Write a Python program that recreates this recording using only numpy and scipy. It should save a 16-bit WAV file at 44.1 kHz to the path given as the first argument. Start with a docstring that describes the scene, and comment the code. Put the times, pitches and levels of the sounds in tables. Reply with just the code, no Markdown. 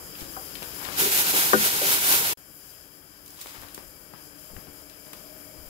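"""A gas ring hisses and hums in a home kitchen, moving to the left as a hand turns two microphones.
Rustles, ticks and a first dull knock on a pot come over it. Near 1 s a loud, surging, spray-like hiss
breaks in close by, and more knocks set the pot ringing. At 2.3 s the sound drops out for a moment.
Then the burner carries on, fainter, under a short rustle, small ticks and the taps and bumps of handling."""
import sys
import numpy as np
from scipy import signal
from scipy.fft import rfft, irfft, next_fast_len
from scipy.io import wavfile

SR = 44100
rng = np.random.default_rng(int(sys.argv[2]) if len(sys.argv) > 2 else 0)


def waveform_to_disk(signal):
    """Save audio, clipped to [-1, 1], as 16-bit WAV at the path in sys.argv[1]."""
    frames = np.transpose(np.atleast_2d(signal))
    scaled = np.clip(frames, -1, 1) * 32767
    samples = np.round(scaled).astype(np.int16)
    wavfile.write(sys.argv[1], SR, samples)


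N = 250929
TIME = np.arange(N) / SR
FFT_SIZE = next_fast_len(N)
HZ = np.maximum(np.arange(FFT_SIZE // 2 + 1) * SR / FFT_SIZE, 1)
MIC_LAG_S = 0.00027   # sound reaches one microphone this much later
DROPOUT_START_S, DROPOUT_END_S = 2.3333, 2.3722


def burner():
    """A gas jet hisses through the hollows of the burner head, over a low roar and a wavering hum."""
    # loudness of the jet: time_s, level_db
    jet_levels = [(0, -46.5), (.25, -45), (.5, -45.5), (.83, -43), (2.35, -43.5), (2.37, -54.5),
                  (3.2, -53.5), (3.85, -51.5), (4.3, -53), (4.65, -50.5), (5.04, -53), (5.13, -51),
                  (5.3, -50.5), (5.69, -50.5)]
    # tone of the jet and of the roar: pitch_hz, level_db
    jet_tone = [(710, -34), (1200, -9.5), (1610, -6.5), (1930, -14), (2090, -14.5), (2560, -11.5),
                (3110, -14), (4220, -12), (4960, -7), (8350, -11), (10700, -1.5), (13900, -4.5),
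                (16000, -9.5)]
    roar_tone = [(12, -36), (20, -18), (49, 0), (118, -5), (154, -1), (259, -9.5), (297, -3), (412, -6.5),
                 (606, -7), (707, -10.5), (2000, -17.5), (2600, -55), (4400, -120)]
    # how far left each leans: pitch_hz, left_minus_right_db
    jet_pan = [(1000, 1), (6000, -1), (7400, -6.5), (8500, -1.5), (14300, 0), (15500, 5)]
    roar_pan = [(60, 7.5), (110, 6), (200, 10.5), (380, 13.5), (700, 9), (1290, 17), (2380, 11.5),
                (4400, 13.5), (8120, 10.5), (15000, 13.0)]
    # hollows that lift or dip the hiss: pitch_hz, width_hz, lift_db
    hollows = [(1640, 220, 3), (2600, 650, 3), (3174, 266, 8), (3520, 62, -14), (5010, 310, 10),
               (5830, 230, -2.5), (6050, 210, 5), (6430, 410, -2.5), (7240, 590, 10), (8700, 250, -3),
               (10700, 180, 4.5), (11300, 180, 2), (12500, 270, 3), (14000, 380, 6.5), (4200, 580, -1)]
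    # tones of the hum: pitch_hz, width_hz, early_db, late_db
    hum_tones = [(292.9, 4.4, -68.5, -66), (618, 17.5, -92, -64), (162.6, 22, -74.5, -74.5),
                 (2304, 85, -76.5, -71.5), (385, 19, -83, -93)]
    jet_db = over_time(jet_levels)
    roar_db = jet_db - 3
    turn_db = np.interp(TIME, [0, 0.41], [3.5, 12])   # the hand turns until the jet lies on the left
    lift_db = sum(db * np.exp(-((HZ - hz) / width) ** 2) for hz, width, db in hollows)
    jet = stereo_noise(rng.standard_normal((3, FFT_SIZE)), over_pitch(jet_tone) + lift_db,
                       over_pitch(jet_pan), -MIC_LAG_S, flicker_db=1.5, flicker_hz=7.6)
    roar = stereo_noise(rng.standard_normal((3, FFT_SIZE)), over_pitch(roar_tone),
                        over_pitch(roar_pan), -MIC_LAG_S, flicker_db=.8, flicker_hz=6)
    hum = 0
    for hz, width, early_db, late_db in hum_tones:
        tone = ring(rng.standard_normal(N), hz, np.log(1000) / (np.pi * width))
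        hum = hum + gain(np.interp(TIME, [1.8, 5], [early_db, late_db])) * tone / tone.std()
    hum = hum * gain(roar_db - roar_db.min()) * sides(14)[:, None]   # the hum grows with the roar
    return jet * gain(jet_db) * sides(turn_db) + roar * gain(roar_db) + hum


def loud_hiss():
    """Very dense clicks, like droplets or grains, blur into a hiss that is brighter when louder."""
    # surges of the hiss: time_s, level_db
    surges = [(0.93, -46), (0.96, -38.5), (0.984, -24.5), (1.004, -21.5), (1.108, -27.5), (1.12, -23),
              (1.206, -21), (1.238, -26.5), (1.308, -23), (1.326, -27), (1.366, -21), (1.564, -27),
              (1.674, -21.5), (1.694, -25.5), (1.802, -26), (1.936, -21), (2.002, -26), (2.126, -20),
              (2.236, -26), (2.282, -24.5), (2.33, -28.5)]
    # its tone: pitch_hz, level_db
    spray_tone = [(24, -46), (40, -25), (147, -8.5), (249, -10.5), (392, -3.5), (585, -8.5), (918, -2),
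                  (1210, -6), (1440, 1), (1720, -3), (2630, -2), (8550, -4), (11600, 0.5), (14800, -0.5),
                  (16000, -6.5)]
    # how far left it leans: pitch_hz, left_minus_right_db
    spray_pan = [(60, -2), (110, 7), (200, 3), (380, 4), (700, 4), (1290, 0.5), (2380, 2), (4400, 0.0),
                 (8120, -0.5), (15000, 0.0)]
    level_db = over_time(surges)
    hiss = stereo_noise(grains(per_s=20000, spread_db=1.5), over_pitch(spray_tone),
                        over_pitch(spray_pan), MIC_LAG_S, flicker_db=.5, flicker_hz=14)
    treble = signal.sosfiltfilt(soft_filter(8500, "high"), hiss)
    treble_gain = gain(0.4 * (level_db + 24))
    sounding = (TIME > surges[0][0]) & (TIME < DROPOUT_END_S)
    return (hiss + treble * (treble_gain - 1)) * gain(level_db) * sounding


def pot_knocks():
    """A blow and a brief rough contact set the pot ringing; soft knocks favour a few of its tones."""
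    # knocks: start_s, peak_db, left_minus_right_db, favoured_hz, spread_octaves, contact_s
    knocks = [(0.365, -33, 5, 880, 0.54, 0.034), (1.017, -25.5, 5, 385, 0.24, 0.042),
              (1.052, -27, 7, 364, 0.54, 0.039), (1.337, -23.5, 9.5, 442, 1.1, 0.03),
              (1.5322, -7, 6.5, 600, 3.3, 0.018), (1.813, -22.5, 6, 577, 0.35, 0.045)]
    # the pot's own tones: pitch_hz, level_db, ring_s, left_minus_right_db
    pot_tones = [(167, -8.5, 0.14, -9), (215, -6, 0.13, 6.5), (319, -6, 0.1, -10), (390, 5.5, 0.079, 0.5),
                 (501, -3, 0.094, -8), (589, -11, 0.16, 6), (779.7, -3, 0.064, 4), (1027, -5, 0.034, 12),
                 (1204, 6, 0.037, 3.5), (1458, 5, 0.096, 0.5), (1550, -4.5, 0.063, 20.5),
                 (1832, -7.5, 0.1, 18.5)]
    out, t = np.zeros((2, N)), TIME[:SR // 3]
    for start_s, peak_db, pan_db, favoured_hz, spread, contact_s in knocks:
        knock = 0
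        for hz, tone_db, ring_s, tone_pan_db in pot_tones:
            fade = np.exp(-t / contact_s * (hz / 400) ** 0.94)   # the contact dulls as it settles
            contact = rng.standard_normal(len(t)) * fade
            blow = 9.1 * (t == 0) * rng.choice([-1, 1])
            tone = ring(contact + blow, hz, ring_s)
            level_db = tone_db - 6.4 * (np.log2(hz / favoured_hz) / spread) ** 2
            flip = np.array([1, np.sign(900 - hz)])   # the microphone gap flips high tones on one side
            knock = knock + np.outer(flip * sides(tone_pan_db), tone) / abs(tone).max() * gain(level_db)
        knock = signal.sosfilt(soft_filter(120, "high"), knock)
        place(out, start_s, knock / abs(knock.mean(0)).max() * gain(peak_db), pan_db)
    return out


def rustle():
    """Cloth or thin film crinkles near the microphones, crisp above 2.5 kHz and dull below."""
    # strokes: loudest_s, build_up_s, crisp_db, dull_db, left_minus_right_db
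    strokes = [(.22, 0.04, -39.5, -52, 3), (.43, .06, -60, -52, 1), (.52, .04, -51, -62, 8),
               (.63, .03, -47, -57, -2), (.78, 0.083, -45, -52, 8.5), (.86, 0.059, -41.5, -43.5, 12.5),
               (.96, 0.068, -39, -49, 14), (3.27, .012, -56, -66, 0), (3.32, .03, -54, -70, 1),
               (3.42, 0.048, -41.5, -53, 3), (3.5, 0.063, -44, -54, 4), (3.575, 0.064, -48, -49, 10),
               (3.64, 0.03, -53, -54, 11.5), (3.74, 0.059, -54, -64, 10), (3.8, .03, -58, -64, 8)]
    # tone of the crinkles: pitch_hz, level_db
    crinkle_tone = [(180, -20), (300, -8), (528, -14), (870, -4), (1140, -2.5), (1900, -6), (4090, -10),
                    (13100, -17), (16000, -9.5)]
    fade_s = 0.058
    crisp_power, dull_power = np.zeros((2, 2, N))
    for loudest_s, build_up_s, crisp_db, dull_db, pan_db in strokes:
        t = TIME - loudest_s
        swell = np.exp(-np.where(t < 0, (t / build_up_s) ** 2, t / fade_s))
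        stroke = np.outer(sides(pan_db), swell)
        crisp_power += (gain(crisp_db) * stroke) ** 2
        dull_power += (gain(dull_db) * stroke) ** 2
    crinkles = stereo_noise(grains(per_s=4000, spread_db=1.7), over_pitch(crinkle_tone),
                            np.zeros_like(HZ), MIC_LAG_S, flicker_db=1, flicker_hz=54)
    dull = signal.sosfiltfilt(soft_filter(2500, "low"), crinkles)
    crisp = crinkles - dull
    return crisp / crisp.std() * np.sqrt(crisp_power) + dull / dull.std() * np.sqrt(dull_power)


def bright_ticks():
    """Each small tick is two bursts of noise: a snap and a higher fizz."""
    # ticks: start_s, snap_db, left_minus_right_db, fizz_db
    ticks = [(0.152, -37, 11, -40.5), (0.5531, -32.5, 20, -44), (0.558, -36, 8, -32), (0.627, -34, 12, -30),
             (0.849, -27.5, 10, -38), (3.2606, -55, -2, -30), (3.278, -53, 1, -34), (3.3044, -55, -5, -35),
             (3.409, -44, -7, -27), (3.4128, -40, 1, -24), (3.469, -35, -2, -32), (3.615, -45, -2, -32),
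             (3.6844, -43, 12, -37), (3.745, -52, -1, -22), (3.758, -50, 9, -42), (4.897, -44.5, 13, -39),
             (5.1313, -36, 5, -26.5)]
    out, fade_s = np.zeros((2, N)), 0.0022
    for start_s, snap_db, pan_db, fizz_db in ticks:
        snap = gain(snap_db) * burst(fade_s, band_hz=[2050, 4100], tail_db=-15.5)
        fizz = gain(fizz_db) * burst(fade_s, band_hz=[5200, 21500], tail_db=-17.5)
        place(out, start_s, snap + fizz, pan_db)
    return out


def finger_taps():
    """Fingers tap the microphones' case, each making a short, dull burst."""
    # taps: start_s, peak_db, left_minus_right_db
    taps = [(0.2188, -34, 4), (0.622, -26, 5), (0.8869, -25.5, 11.5), (3.459, -33.5, 14), (3.624, -38, 10),
            (3.633, -37, 14), (3.7772, -33, 14), (4.1368, -34.5, 17), (4.162, -50, 3), (4.5015, -42, 13),
            (4.5652, -36, 21), (4.6695, -46, 15), (5.0662, -40, 9), (5.1328, -35, 8)]
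    out = np.zeros((2, N))
    for start_s, peak_db, pan_db in taps:
        tap = burst(fade_s=0.0011, band_hz=[114, 1440], tail_db=-21)
        place(out, start_s, gain(peak_db) * tap, pan_db)
    return out


def hand_bumps():
    """The hand sends low thuds through the case, mostly to the left microphone."""
    # bumps: start_s, level_db, pitch_hz, length_s
    bumps = [(.21, -37, 155, 0.02), (3.561, -47, 63, 0.054), (3.821, -52, 45, 0.073),
             (4.496, -47, 40, 0.048), (4.502, -43, 300, 0.044), (4.663, -43.5, 248, 0.033),
             (4.562, -37, 130, 0.016), (5.536, -47, 40.5, 0.14)]
    out, t = np.zeros((2, N)), TIME[:SR // 2]
    for start_s, level_db, hz, length_s in bumps:
        push = rng.standard_normal(len(t)) * t * np.exp(-2 * t / length_s)
        thud = ring(push, hz, ring_s=1.4 / hz)
        place(out, start_s, thud / abs(thud).max() * gain(level_db), pan_db=15)
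    return out


def stereo_noise(noises, tone_db, pan_db, lag_s, flicker_db, flicker_hz):
    """Blend three noises into a stereo pair whose ten octaves flicker in level."""
    # how alike the two microphones sound: pitch_hz, shared_fraction
    likeness = [(20, 0.36), (300, 0.97), (1400, 0.85), (2500, .25), (4500, 0.1), (16000, 0.016)]
    shared, left, right = rfft(noises)
    alike = np.clip(over_pitch(likeness), 0, 1)
    delay = np.exp(-1j * np.pi * HZ * lag_s)
    pair = np.sqrt(alike) * shared * np.array([delay, 1 / delay])
    pair += np.sqrt(1 - alike) * np.array([left, right])
    pair = pair * gain(tone_db) * sides(pan_db)
    out, shared_drift = 0, 0.99 * drift(flicker_hz / 2)
    for octave in range(10):
        band = np.clip(1 - abs(np.log2(HZ / 32).clip(0, 9) - octave), 0, 1)
        flicker = gain(flicker_db * (shared_drift + drift(flicker_hz)))
        out = out + irfft(pair * band, FFT_SIZE)[:, :N] * flicker
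    return out / out.mean(0).std()


def grains(per_s, spread_db):
    """Three streams of uneven clicks: shared, left and right."""
    shape = (3, FFT_SIZE)
    sizes = gain(spread_db * np.minimum(rng.exponential(1, shape), 3)) * rng.standard_normal(shape)
    clicks = sizes * (rng.random(shape) < per_s / SR)
    return clicks / clicks.std()


def burst(fade_s, band_hz, tail_db):
    """A stereo puff of noise with a quick rise and a faint tail."""
    t = TIME[:SR // 12]
    rise = np.minimum(t / 0.00097, 1)
    fall = np.exp(-t / fade_s) + gain(tail_db) * np.exp(-t / 0.06)
    puff = signal.sosfilt(soft_filter(band_hz, "band"), rng.standard_normal((2, len(t))) * rise * fall)
    return puff / abs(puff).max(1, keepdims=True)


def ring(push, hz, ring_s):
    """A push starts a tone that fades by 60 dB in ring_s."""
    decay, angle = gain(-60 / (ring_s * SR)), 2 * np.pi * hz / SR
    return signal.lfilter([0, np.sin(angle)], [1, -2 * decay * np.cos(angle), decay * decay], push)


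def drift(hz):
    """A random curve that wanders around zero."""
    count = int(N * 2 * hz // SR + 2)
    return np.interp(TIME * 2 * hz, np.arange(count), rng.standard_normal(count))


def soft_filter(hz, kind):
    """A gentle filter that keeps the lows, the highs or a band."""
    return signal.butter(2, hz, kind, fs=SR, output="sos")


def gain(db):
    """Turn decibels into a multiplier."""
    return 10 ** (np.asarray(db) / 20)


def sides(pan_db):
    """Left and right gains; positive leans left."""
    return gain(np.array([pan_db, -pan_db]) / 2)


def over_time(table):
    """Read a table at every sample."""
    return np.interp(TIME, *np.transpose(table))


def over_pitch(table):
    """Read a table at every frequency in HZ."""
    hz, values = np.transpose(table)
    return np.interp(np.log(HZ), np.log(hz), values)


def place(out, start_s, sound, pan_db):
    """Mix a sound in at a time and a side."""
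    i = round(start_s * SR)
    stereo = sound * sides(pan_db)[:, None]
    out[:, i:i + stereo.shape[1]] += stereo[:, :N - i]


def scene():
    """All the sounds at the two microphones."""
    return burner() + loud_hiss() + rustle() + pot_knocks() + bright_ticks() + finger_taps() + hand_bumps()


def record(dry):
    """The sound drops out and snaps back; peaks are rounded and the highest treble is cut."""
    in_dropout = (TIME > DROPOUT_START_S) & (TIME < DROPOUT_END_S)
    fade_db = np.maximum(-7 - 3300 * (TIME - DROPOUT_START_S), -51)   # a step down, then a fast fade
    dipped = dry * gain(fade_db * in_dropout)
    rounded = 1.1 * np.tanh(dipped / 1.1)
    cutoff_hz = 15720
    return signal.sosfilt(signal.ellip(12, .5, 70, cutoff_hz, fs=SR, output="sos"), rounded)


dry = scene()
out = record(dry)
waveform_to_disk(out)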